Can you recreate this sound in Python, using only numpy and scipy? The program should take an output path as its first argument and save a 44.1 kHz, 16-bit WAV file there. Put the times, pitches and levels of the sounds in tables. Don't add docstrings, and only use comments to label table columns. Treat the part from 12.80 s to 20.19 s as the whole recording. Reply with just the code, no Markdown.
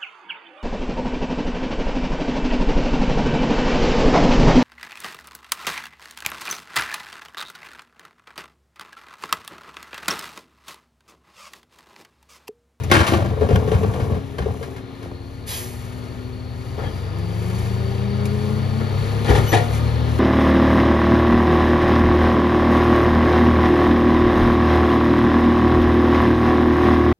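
import sys
import numpy as np
from scipy import signal
from scipy.fft import rfft, irfft, next_fast_len
from scipy.io import wavfile
from scipy.ndimage import map_coordinates

SR = 44100
rng = np.random.default_rng(int(sys.argv[2]) if len(sys.argv) > 2 else 0)


def file_out(sig):
    cols = np.atleast_2d(sig).T
    lim = np.clip(cols, -1, 1)
    pcm = np.round(lim * 32767).astype(np.int16)
    wavfile.write(sys.argv[1], SR, pcm)


N = 325899

# time in seconds, firing rate in Hz.
SPEED = [(0, 21.7), (1, 21.3), (1.9, 19.6), (2.15, 18.1), (2.4, 17.6), (2.7, 17.7), (2.85, 18.4),
         (3.9, 19.1), (4.15, 22.9), (4.4, 25.3), (4.65, 27.2), (4.9, 28.5), (5.4, 30.5), (5.9, 32.5),
         (6.4, 35.2), (6.85, 35.3), (7, 37), (7.15, 38), (7.39, 38.4)]
# time in seconds, effort in dB.
EFFORT = [(0, 10), (.5, 5), (1.9, -16.5), (2.4, -5), (3, -2), (3.85, 0), (4.15, 3.5), (4.5, 1.5), (6.85, 3),
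          (7.05, 2), (7.39, -1.5)]
# frequency in Hz, gain in dB.
PIPE = [(30, -6), (55, -16), (80, -1.5), (115, 3), (155, -10), (230, -21.5), (400, -28)]
ORDERS_DB = [0, 2, 2.5, -5, -1.5, -9, -6.5, -13, -3]
# frequency in Hz, level in dB.
PUMP = [(117, -54.5), (127, -35), (143, -36.5), (153, -61), (170, -27), (190, -31), (203, -24.5),
        (217, -29), (235, -34), (250, -32.5)]
# multiple of the pump order, dB at idle, dB per octave of speed.
OVERTONES = [(2, 0.5, -1), (12 / 5, -14, 9), (3, -2, -14), (4, -14, -6), (5, -18, 0)]
# frequency in Hz, density in dB per Hz.
ROAR = [(20, -57), (40, 0), (100, 2.5), (170, -5.5), (280, -10.5), (420, -9), (650, -15), (1100, -23),
        (1550, -20), (1800, -21.5), (2400, -26.5), (3700, -29), (5500, -38.5), (7500, -51), (10000, -120)]
# frequency in Hz, density in dB per Hz.
FAN = [(2500, 3.5), (4000, -6.5), (7000, -0.5), (10000, -2), (12500, -9), (14200, -11.5), (15300, -14),
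       (16000, -28)]
# time in seconds, pitch in Hz.
TURBO = [(2, 4150), (2.5, 4400), (3.7, 4400), (4.15, 4680), (4.7, 4520), (5.4, 4580), (7.39, 4350)]
# level at idle in dB, dB per octave of speed, share of the effort.
EXHAUST_LEVEL = (-31, 8.43, 0.48)
ROAR_LEVEL = (-37, 10.13, 0.19)
FAN_LEVEL = (-53.5, 8, 0.35)
TURBO_LEVEL = (-53.5, 5.2, 0.54)
IDLE_RATE_HZ, PUMP_ORDER = 18.5, 20 / 3
OVERTONE_SWING, OVERTONE_DB = 0.37, -27
PULL_S, PULL_RISE_S, PULL_DB = 6.87, 0.062, 7.5
TURBO_ON_S, TURBO_RISE_S, TURBO_DRIFT_HZ = 1.5, 0.5, 40

# time in seconds, level in dB.
ROLL = [(0, -43), (.3, -21.5), (.45, -20.5), (.62, -25), (.9, -20.5), (1.36, -24.5), (1.46, -49),
        (1.56, -44), (1.7, -29), (2, -44), (2.37, -38.5)]
# frequency in Hz, width in Hz, gain in dB.
DRUM = [(77, 21.8, 1), (104, 26.7, 1.5), (191.6, 51, -11)]
# frequency in Hz, width in Hz, gain in dB.
WALL = [(215, 57, -1), (553, 59, -2), (708, 150, -6), (1200, 570, -18.5)]
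# frequency in Hz, width in Hz, gain in dB.
TILTED = (340, 30, 2)
UPRIGHT = (440, 36, 6)
# frequency in Hz, width in Hz, gain in dB.
LID = [(2000, 120, 2), (2960, 120, 0), (3400, 160, -1), (4230, 250, -2)]
# frequency in Hz, density in dB per Hz.
GRIT = [(600, -1.5), (1000, 3), (1500, 6), (2000, 2.5), (3000, -4), (4200, -8.5), (6500, -16.5), (9000, -9),
        (12000, -56), (15000, -55)]
# frequency in Hz, density in dB per Hz.
SNAP = [(900, 3.5), (2000, 3), (4000, -2), (7000, -7), (11000, -8.5), (15000, -23)]
# time in seconds, ring in dB, crack in dB.
KNOCKS = [(0.099, -18, -31.5), (0.114, -9.5, -10.5), (.138, -12, -16), (.152, -18, -20),
          (.165, -10.5, -20.5), (0.176, -18, -29), (0.19, -11.5, -23), (0.202, -12, -23.5),
          (0.276, -26, -21), (0.32, -10.5, -26.5), (.334, -11.5, -27), (0.36, -16.5, -37),
          (0.487, -28, -40.5), (0.61, -17.5, -35.5), (0.619, -12, -51), (.638, -14.5, -55),
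          (.688, -21, -33.5), (.706, -9, -34.5), (.752, -15, -43), (0.817, -23, -61), (.875, -18.5, -36.5),
          (.916, -14, -31.5), (1.032, -19.5, -36.5), (1.136, -30, -37.5), (1.199, -24.5, -38),
          (1.306, -25, -46), (1.345, -25, -43.5), (1.583, -20, -33), (1.659, -19, -45.5), (1.81, -26, -54),
          (1.876, -31, -56)]
# time in seconds, level in dB, t60 in seconds.
SCUFFS = [(0.266, -24, 0.28), (0.459, -35.5, 0.056), (.758, -23, 0.03), (1.827, -36.5, 0.13),
          (1.963, -43, 0.21), (2.225, -45, 0.25)]
# time in seconds, level in dB.
BUMPS = [(0.12, -7.5), (0.17, -12), (0.331, -14), (0.729, -0.5), (0.756, -18), (.797, -26), (.942, -6),
         (1.043, -15), (1.215, -5), (1.251, -27), (1.299, -10.5), (1.347, -10.5), (1.599, -8)]
RIGHTED_S = 0.5
WALLS_UNDER_DB, RUMBLE_UNDER_DB = -7, -28
SHAKE_DB, SHAKE_T60_S = -8, 0.26
THUD_DB, LID_DB = -2, -1.5
CRACK_T60_S = 0.057
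GRIND_DB, GRIND_T60_S = -1, 0.36
SCUFF_GRIT_LASTS = 1.03
BUMP_RISE_S, BUMP_T60_S, BUMP_RUMBLE_DB = 0.016, 0.27, -4

# time in seconds, panel in dB, boom in dB, treble in dB.
BANGS = [(3.978, -27.5, -32, -57), (3.988, -28.5, -32, -57), (4.015, -32, -34, -49), (4.035, -30, -31, -51),
         (4.061, -35, -28, -54), (5.999, -26.5, -48, -61), (6.445, -25, -32, -32), (6.479, -17, -19, -29.5),
         (6.493, -20, -15.5, -27), (6.505, -16, -16, -42), (6.548, -18.5, -19, -27), (6.575, -23, -21, -39),
         (6.717, -16.5, -28, -25.5), (6.726, -17.5, -29, -24), (6.734, -12.5, -20, -26.5),
         (6.769, -30, -23, -32)]
# frequency in Hz, width in Hz, gain in dB.
PANEL = [(270, 42, -1.5), (368, 114, 0), (509, 70, 1.5), (787, 160, -6), (1390, 160, -9.5),
         (1660, 240, -12), (3400, 150, -23)]
# frequency in Hz, width in Hz, gain in dB.
BOOM = [(57.6, 50, -0.5), (105, 65, 1.5)]
# frequency in Hz, width in Hz, gain in dB.
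HOPPER = [(60, 11, -0.5), (107, 11.5, 2)]
# frequency in Hz, density in dB per Hz.
RATTLE = [(900, -27), (1500, -5), (2000, -4), (3300, -1.5), (5000, -11.5), (8000, -8.5), (11000, -15),
          (15000, -50)]
# frequency in Hz, width in Hz, gain in dB.
STEEL = [(1710, 50, 1), (1890, 60, 4), (2050, 80, -3), (2360, 110, -10), (3380, 60, -14), (4500, 150, -16)]
# start in seconds, frequency in Hz, level in dB, t60 in seconds.
PLATE = (6.73, 714.5, -15, 0.5)
# time in seconds, level in dB.
TICKS = [(.035, -31.5), (4.385, -40), (5.454, -29)]
PANEL_T60_S, BOOM_T60_S, RATTLE_T60_S, STEEL_T60_S, TICK_T60_S = 0.25, 0.51, 0.21, 0.25, 0.072
SHUDDER_DB, HOPPER_DB, STEEL_DB = -1, 4.5, 2

# start in seconds, length in seconds, peak in dB.
HISSES = [(0.153, 0.28, -38), (0.58, 0.88, -46.5), (1.585, 0.46, -50), (2.79, 0.68, -50.5),
          (4.502, 0.5, -43), (6.39, 0.6, -39.5), (6.9, 0.12, -39)]

HUM_FULL_S, HUM_FADE_S, HUM_EDGE_S, HUM_HZ, HUM_DB = 1.81, 2.51, 0.24, 269.7, -40

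# time in seconds, top pitch in Hz, level in dB.
PLOPS = [(2.258, 1100, -27), (2.314, 1700, -29)]
PLOP_END_HZ, PLOP_FALL_S, PLOP_T60_S = 130, 0.0035, 0.09

# frequency in Hz, density in dB per Hz.
JET = [(700, -7.5), (1500, -8.5), (1800, -5), (2600, -7.5), (3250, -9.5), (3800, -9), (5000, -9),
       (8000, -4), (11000, -4.5), (14000, -11), (16000, -29.5)]
# frequency in Hz, width in Hz, gain in dB.
VALVE = [(2500, 180, -10), (3360, 200, -3), (3940, 180, -1), (4820, 250, 0)]
AIR_S, AIR_ATTACK_S, AIR_HOLD_S, AIR_DB, AIR_T60_S = 2.66, 0.035, 0.072, -30.5, 0.67
VALVE_DB, VALVE_HOLD_S, WHISTLE_DB = -6, 0.045, -7
WHISTLE_HZ, WHISTLE_SAG_HZ = 3610, 405

# start in seconds, end in seconds, pitch in Hz, dB of multiples 1, 2 and 4.
SQUEAKS = [(4.032, 4.055, 2100, -41, -70, -80), (4.04, 4.097, 3220, -41, -70, -80),
           (4.063, 4.088, 1710, -41, -60, -80), (6.672, 6.703, 2980, -33, -39, -37),
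           (6.685, 6.73, 5930, -35, -36, -90)]
SQUEAK_WAVER, SQUEAK_GRAIN_DB = 0.002, 1

# frequency in Hz, lead of the left port in radians.
TURN = [(0, .5), (130, .55), (260, .85), (600, .1), (1030, -.4), (1290, -2.1), (1550, -3), (1890, -6.4),
        (2500, -5.5), (3360, -5.2), (3960, -5.9), (4650, -5.8), (5770, -7.4), (6290, -7.3), (7320, -8.4),
        (7700, -9.35), (8870, -9.5), (9130, -10.2), (10200, -11.1), (11100, -12.5), (13000, -12.6),
        (13800, -14.1), (14500, -15.7), (16000, -15.7)]
# frequency in Hz, left minus right in dB.
TRUCK_SIDE = [(60, 3.0), (110, 3.5), (200, 6.0), (380, 6.0), (700, 9.0), (1290, 6.5), (2380, 3.0),
              (4400, 8.0), (8120, 1.0), (15000, 0.0)]
# frequency in Hz, level in dB.
DIFFUSE = [(60, -33), (200, -19.5), (500, -8.5), (1400, -4.5), (4000, -6), (6500, -24), (8200, -66),
           (11000, -11), (15000, -14)]
CART_SIDE_SHARE, CART_DIFFUSE_DB = 0.7, 1
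LOW_HZ, TOP_HZ = 43, 15735


def amp(db):
    return 10 ** (np.asarray(db) / 20)


def unit(x):
    return x / np.sqrt(np.mean(x ** 2) + 1e-20)


def along(points, hz):
    f, v = np.transpose(points)
    return np.interp(np.log(hz + 1), np.log(f + 1), v)


def curves(rows):
    s, *cols = np.transpose(rows)
    return [np.interp(np.arange(N) / SR, s, c) for c in cols]


def ramp(start_s, length_s):
    return np.clip((np.arange(N) / SR - start_s) / length_s, 0, 1)


def wobble(rate_hz):
    knots = rng.standard_normal(int(N * rate_hz / SR) + 4)
    return map_coordinates(knots, [np.arange(N) * rate_hz / SR])


def tone(hz):
    return np.sin(2 * np.pi * np.cumsum(hz) / SR)


def filtered(x, response):
    m = next_fast_len(N + SR // 8)
    return irfft(rfft(x, m) * response(np.fft.rfftfreq(m, 1 / SR)), m)[..., :N]


def colour(points):
    return lambda hz: amp(along(points, hz))


def modes(table):
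    def response(f):
        total = 0
        for k, (hz, width, db) in enumerate(table):
            damping = 1j * f * width
            total = total + (-1) ** k * amp(db) * damping / (hz * hz - f * f + damping)
        return total
    return response


def noise(response, grain_db=0):
    return unit(filtered(rng.standard_normal(N) * amp(grain_db * wobble(150)), response))


def bursts(times, level_db, t60_s, rise_s):
    power, t = np.zeros(N + SR), np.arange(SR // 2) / SR
    for s, db, fade_s in np.broadcast(times, level_db, t60_s):
        decay = amp(2 * (db - 60 * t / max(fade_s, .005)))
        power[round(s * SR):][:len(t)] += decay * (1 - np.exp(-t / rise_s))
    return np.sqrt(power[:N])


def struck(table, times, level_db, rise_s):
    out, t = np.zeros(N + SR), np.arange(SR // 8) / SR
    hz, width, db = np.transpose(table)[:, :, None]
    draws = rng.standard_normal((len(times), 2, len(table), 1))
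    for s, blow_db, (spread, bend) in zip(times, level_db, draws):
        decay = amp(db + 1.9 * spread) * np.exp(-np.pi * width * t)
        ring = decay * np.sin(2 * np.pi * (hz * (1 + 0.035 * bend) * t + spread))
        out[round(s * SR):][:len(t)] += amp(blow_db) * ring.sum(axis=0) * (1 - np.exp(-t / rise_s)) ** 2
    return out[:N]


def exhaust(rate_hz, turn):
    order = np.arange(2, 11)[:, None]
    levels_db = along(PIPE, order * rate_hz) + np.c_[ORDERS_DB]
    levels_db = levels_db + PULL_DB * ramp(PULL_S, PULL_RISE_S) * (order == 2)
    phase = order * turn - 0.804 * order ** 2 + 0.24 * order * wobble(4)
    return (amp(levels_db) * np.cos(phase)).sum(axis=0) * amp(0.41 * wobble(6.8))


def pump(rate_hz, turn):
    pump_db = along(PUMP, PUMP_ORDER * rate_hz)
    whirr = amp(pump_db + 2.0 * wobble(11.0)) * np.sin(PUMP_ORDER * turn)
    over_db = OVERTONE_DB + OVERTONE_SWING * pump_db
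    octaves = np.log2(rate_hz / IDLE_RATE_HZ)
    for k, db, slope_db in OVERTONES:
        level = amp(over_db + db + slope_db * octaves + 2.5 * wobble(8.5))
        whirr += level * np.sin(k * PUMP_ORDER * turn + 0.45 * wobble(30))
    return whirr


def turbo_whistle():
    band = noise(lambda hz: 1 / (1 + (hz / 230) ** 4))
    return ramp(TURBO_ON_S, TURBO_RISE_S) * band * tone(curves(TURBO)[0] + TURBO_DRIFT_HZ * wobble(1.6))


def engine():
    rate_hz, effort_db = curves(SPEED)[0], curves(EFFORT)[0]
    turn = 2 * np.pi * np.cumsum(rate_hz * (1 + 0.0016 * wobble(12))) / SR

    def level(idle_db, slope_db, share):
        return amp(idle_db + slope_db * np.log2(rate_hz / IDLE_RATE_HZ) + share * effort_db)

    roar = (1 + 0.022 * np.cos(turn)) * noise(colour(ROAR), grain_db=-0.5) * amp(0.9 * wobble(5))
    fan = noise(colour(FAN), grain_db=0.5) * amp(1.6 * wobble(7.2))
    out = level(*EXHAUST_LEVEL) * exhaust(rate_hz, turn) + pump(rate_hz, turn)
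    out += level(*ROAR_LEVEL) * roar + level(*FAN_LEVEL) * fan
    return out + level(*TURBO_LEVEL) * turbo_whistle()


def cart():
    s, ring_db, crack_db = np.transpose(KNOCKS)
    scuff_s, scuff_db, scuff_t60_s = np.transpose(SCUFFS)
    bump_s, bump_db = np.transpose(BUMPS)

    roll_end = (ROLL[-1][0] + 0.079, -90)
    drum = amp(curves(list(ROLL) + [roll_end])[0])
    bumps = bursts(bump_s, bump_db + BUMP_RUMBLE_DB, BUMP_T60_S, BUMP_RISE_S)
    out = np.hypot(drum, bumps) * (noise(modes(DRUM)) + amp(RUMBLE_UNDER_DB) * noise(colour(ROAR)))
    out += struck(DRUM, bump_s, bump_db, rise_s=0.0082)
    out += struck(DRUM, s, ring_db + THUD_DB, rise_s=0.0031)

    knock_shake = bursts(s, ring_db + SHAKE_DB, SHAKE_T60_S, rise_s=0.005)
    shake = np.hypot(amp(WALLS_UNDER_DB) * drum, knock_shake)
    early, righted = s < RIGHTED_S, ramp(RIGHTED_S, .05)
    for mode, rows, share in (TILTED, early, 1 - righted), (UPRIGHT, ~early, righted):
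        walls = sorted([*WALL, mode], key=lambda row: row[0])
        out += share * shake * noise(modes(walls), grain_db=3.5)
        out += struck(walls, s[rows], ring_db[rows], rise_s=0.0019)

    cracks = bursts(s, crack_db, CRACK_T60_S, rise_s=0.0023)
    scuffs = bursts(scuff_s, scuff_db, scuff_t60_s, rise_s=0.00047)
    out += np.hypot(cracks, scuffs) * noise(colour(SNAP))
    out += struck(LID, s, crack_db + LID_DB, rise_s=0.00046)

    grit_db = np.r_[crack_db, scuff_db] + GRIND_DB
    grit_t60_s = np.r_[GRIND_T60_S + 0 * s, SCUFF_GRIT_LASTS * scuff_t60_s]
    grit = bursts(np.r_[s, scuff_s], grit_db, grit_t60_s, rise_s=0.0003)
    return out + grit * noise(colour(GRIT), grain_db=2.5)


def body_bangs():
    s, panel_db, boom_db, treble_db = np.transpose(BANGS)
    out = struck(PANEL, s, panel_db, rise_s=0.0021)
    out += bursts(s, panel_db + SHUDDER_DB, PANEL_T60_S, rise_s=0.0078) * noise(modes(PANEL))
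    out += bursts(s, boom_db, BOOM_T60_S, rise_s=0.016) * noise(modes(BOOM))
    out += struck(HOPPER, s, boom_db + HOPPER_DB, rise_s=0.0025)
    out += bursts(s, treble_db, RATTLE_T60_S, rise_s=0.0045) * noise(colour(RATTLE), grain_db=2.0)
    out += bursts(s, treble_db + STEEL_DB, STEEL_T60_S, rise_s=0.017) * noise(modes(STEEL), grain_db=4.5)
    out += bursts(*np.transpose(TICKS), TICK_T60_S, rise_s=0.0015) * noise(colour(FAN))
    start_s, hz, plate_db, t60_s = PLATE
    plate = bursts([start_s], [plate_db], t60_s, rise_s=0.0057)
    return out + plate * np.sin(2 * np.pi * hz * np.arange(N) / SR)


def hisses():
    swell = sum(amp(db) * np.sin(np.pi * ramp(s, length_s)) for s, length_s, db in HISSES)
    return swell * noise(colour(FAN), grain_db=2.0)


def hum():
    gate = ramp(HUM_FULL_S - HUM_EDGE_S, HUM_EDGE_S) - ramp(HUM_FADE_S, HUM_EDGE_S)
    return gate * amp(HUM_DB + 1.0 * wobble(5.3)) * tone(HUM_HZ + 2.1 * wobble(2.84))


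def plops():
    out, t = np.zeros(N), np.arange(SR // 8) / SR
    for s, top_hz, db in PLOPS:
        fall = (top_hz - PLOP_END_HZ) * PLOP_FALL_S * (1 - np.exp(-t / PLOP_FALL_S))
        cycles = PLOP_END_HZ * t + fall
        shape = amp(db - 60 * t / PLOP_T60_S) * (1 - np.exp(-t / .001))
        out[round(s * SR):][:len(t)] += shape * np.sin(2 * np.pi * cycles)
    return out


def brake_air():
    def release(hold_s):
        since_hold_s = np.maximum(np.arange(N) / SR - AIR_S - AIR_ATTACK_S - hold_s, 0)
        return amp(AIR_DB - 60 * since_hold_s / AIR_T60_S)

    attack = ramp(AIR_S, AIR_ATTACK_S)
    jet = release(AIR_HOLD_S) * noise(colour(JET), grain_db=0.5)
    whistle_hz = WHISTLE_HZ - WHISTLE_SAG_HZ * np.sqrt(ramp(AIR_S + AIR_ATTACK_S, VALVE_HOLD_S))
    whistle = noise(lambda f: 1 / (1 + (f / 110) ** 4)) * tone(whistle_hz)
    throat = amp(VALVE_DB) * noise(modes(VALVE), grain_db=-3.0) + amp(WHISTLE_DB) * whistle
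    full_flow = attack * release(VALVE_HOLD_S) ** 2 / amp(AIR_DB)
    return attack * (jet + full_flow * throat)


def squeaks():
    out = np.zeros(N)
    for start_s, end_s, hz, *levels_db in SQUEAKS:
        n = round((end_s - start_s) * SR)
        bend = SQUEAK_WAVER * wobble(300)[:n] + np.linspace(-.008, .008, n)
        turn = 2 * np.pi * np.cumsum(hz * (1 + bend)) / SR
        shape = signal.windows.tukey(n, .5) * amp(SQUEAK_GRAIN_DB * wobble(220)[:n])
        partials = sum(amp(db) * np.sin(2 ** k * turn) for k, db in enumerate(levels_db))
        out[round(start_s * SR):][:n] += shape * partials
    return out


def ports(x, balance_db, diffuse_db=0):
    f, turn = np.transpose(TURN)
    half = np.array([[.5], [-.5]])

    def port_response(hz):
        return amp(half * balance_db(hz)) * np.exp(1j * half * np.interp(hz, f, turn))

    t = np.arange(SR // 4) / SR
    tails = rng.standard_normal((2, len(t))) * amp(-60 * t / 0.075)
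    diffuse = signal.fftconvolve(x[None], tails / np.linalg.norm(tails[0]), axes=1)[:, :N]
    return filtered(x, port_response) + amp(diffuse_db) * filtered(diffuse, colour(DIFFUSE))


def scene():
    truck = engine() + body_bangs() + hisses() + squeaks()
    out = ports(truck, lambda hz: along(TRUCK_SIDE, hz))
    out += ports(cart(), lambda hz: CART_SIDE_SHARE * along(TRUCK_SIDE, hz), CART_DIFFUSE_DB)
    return out + ports(hum() + plops() + brake_air(), lambda hz: 0.42 + 0 * hz)


def record(dry):
    heard = filtered(dry, lambda hz: (1j * hz / (LOW_HZ + 1j * hz)) ** 2)
    rounded = heard / (1 + np.abs(heard / 1.1) ** 4) ** (1 / 4)
    return filtered(rounded, lambda hz: hz < TOP_HZ)


dry = scene()
out = record(dry)
file_out(out)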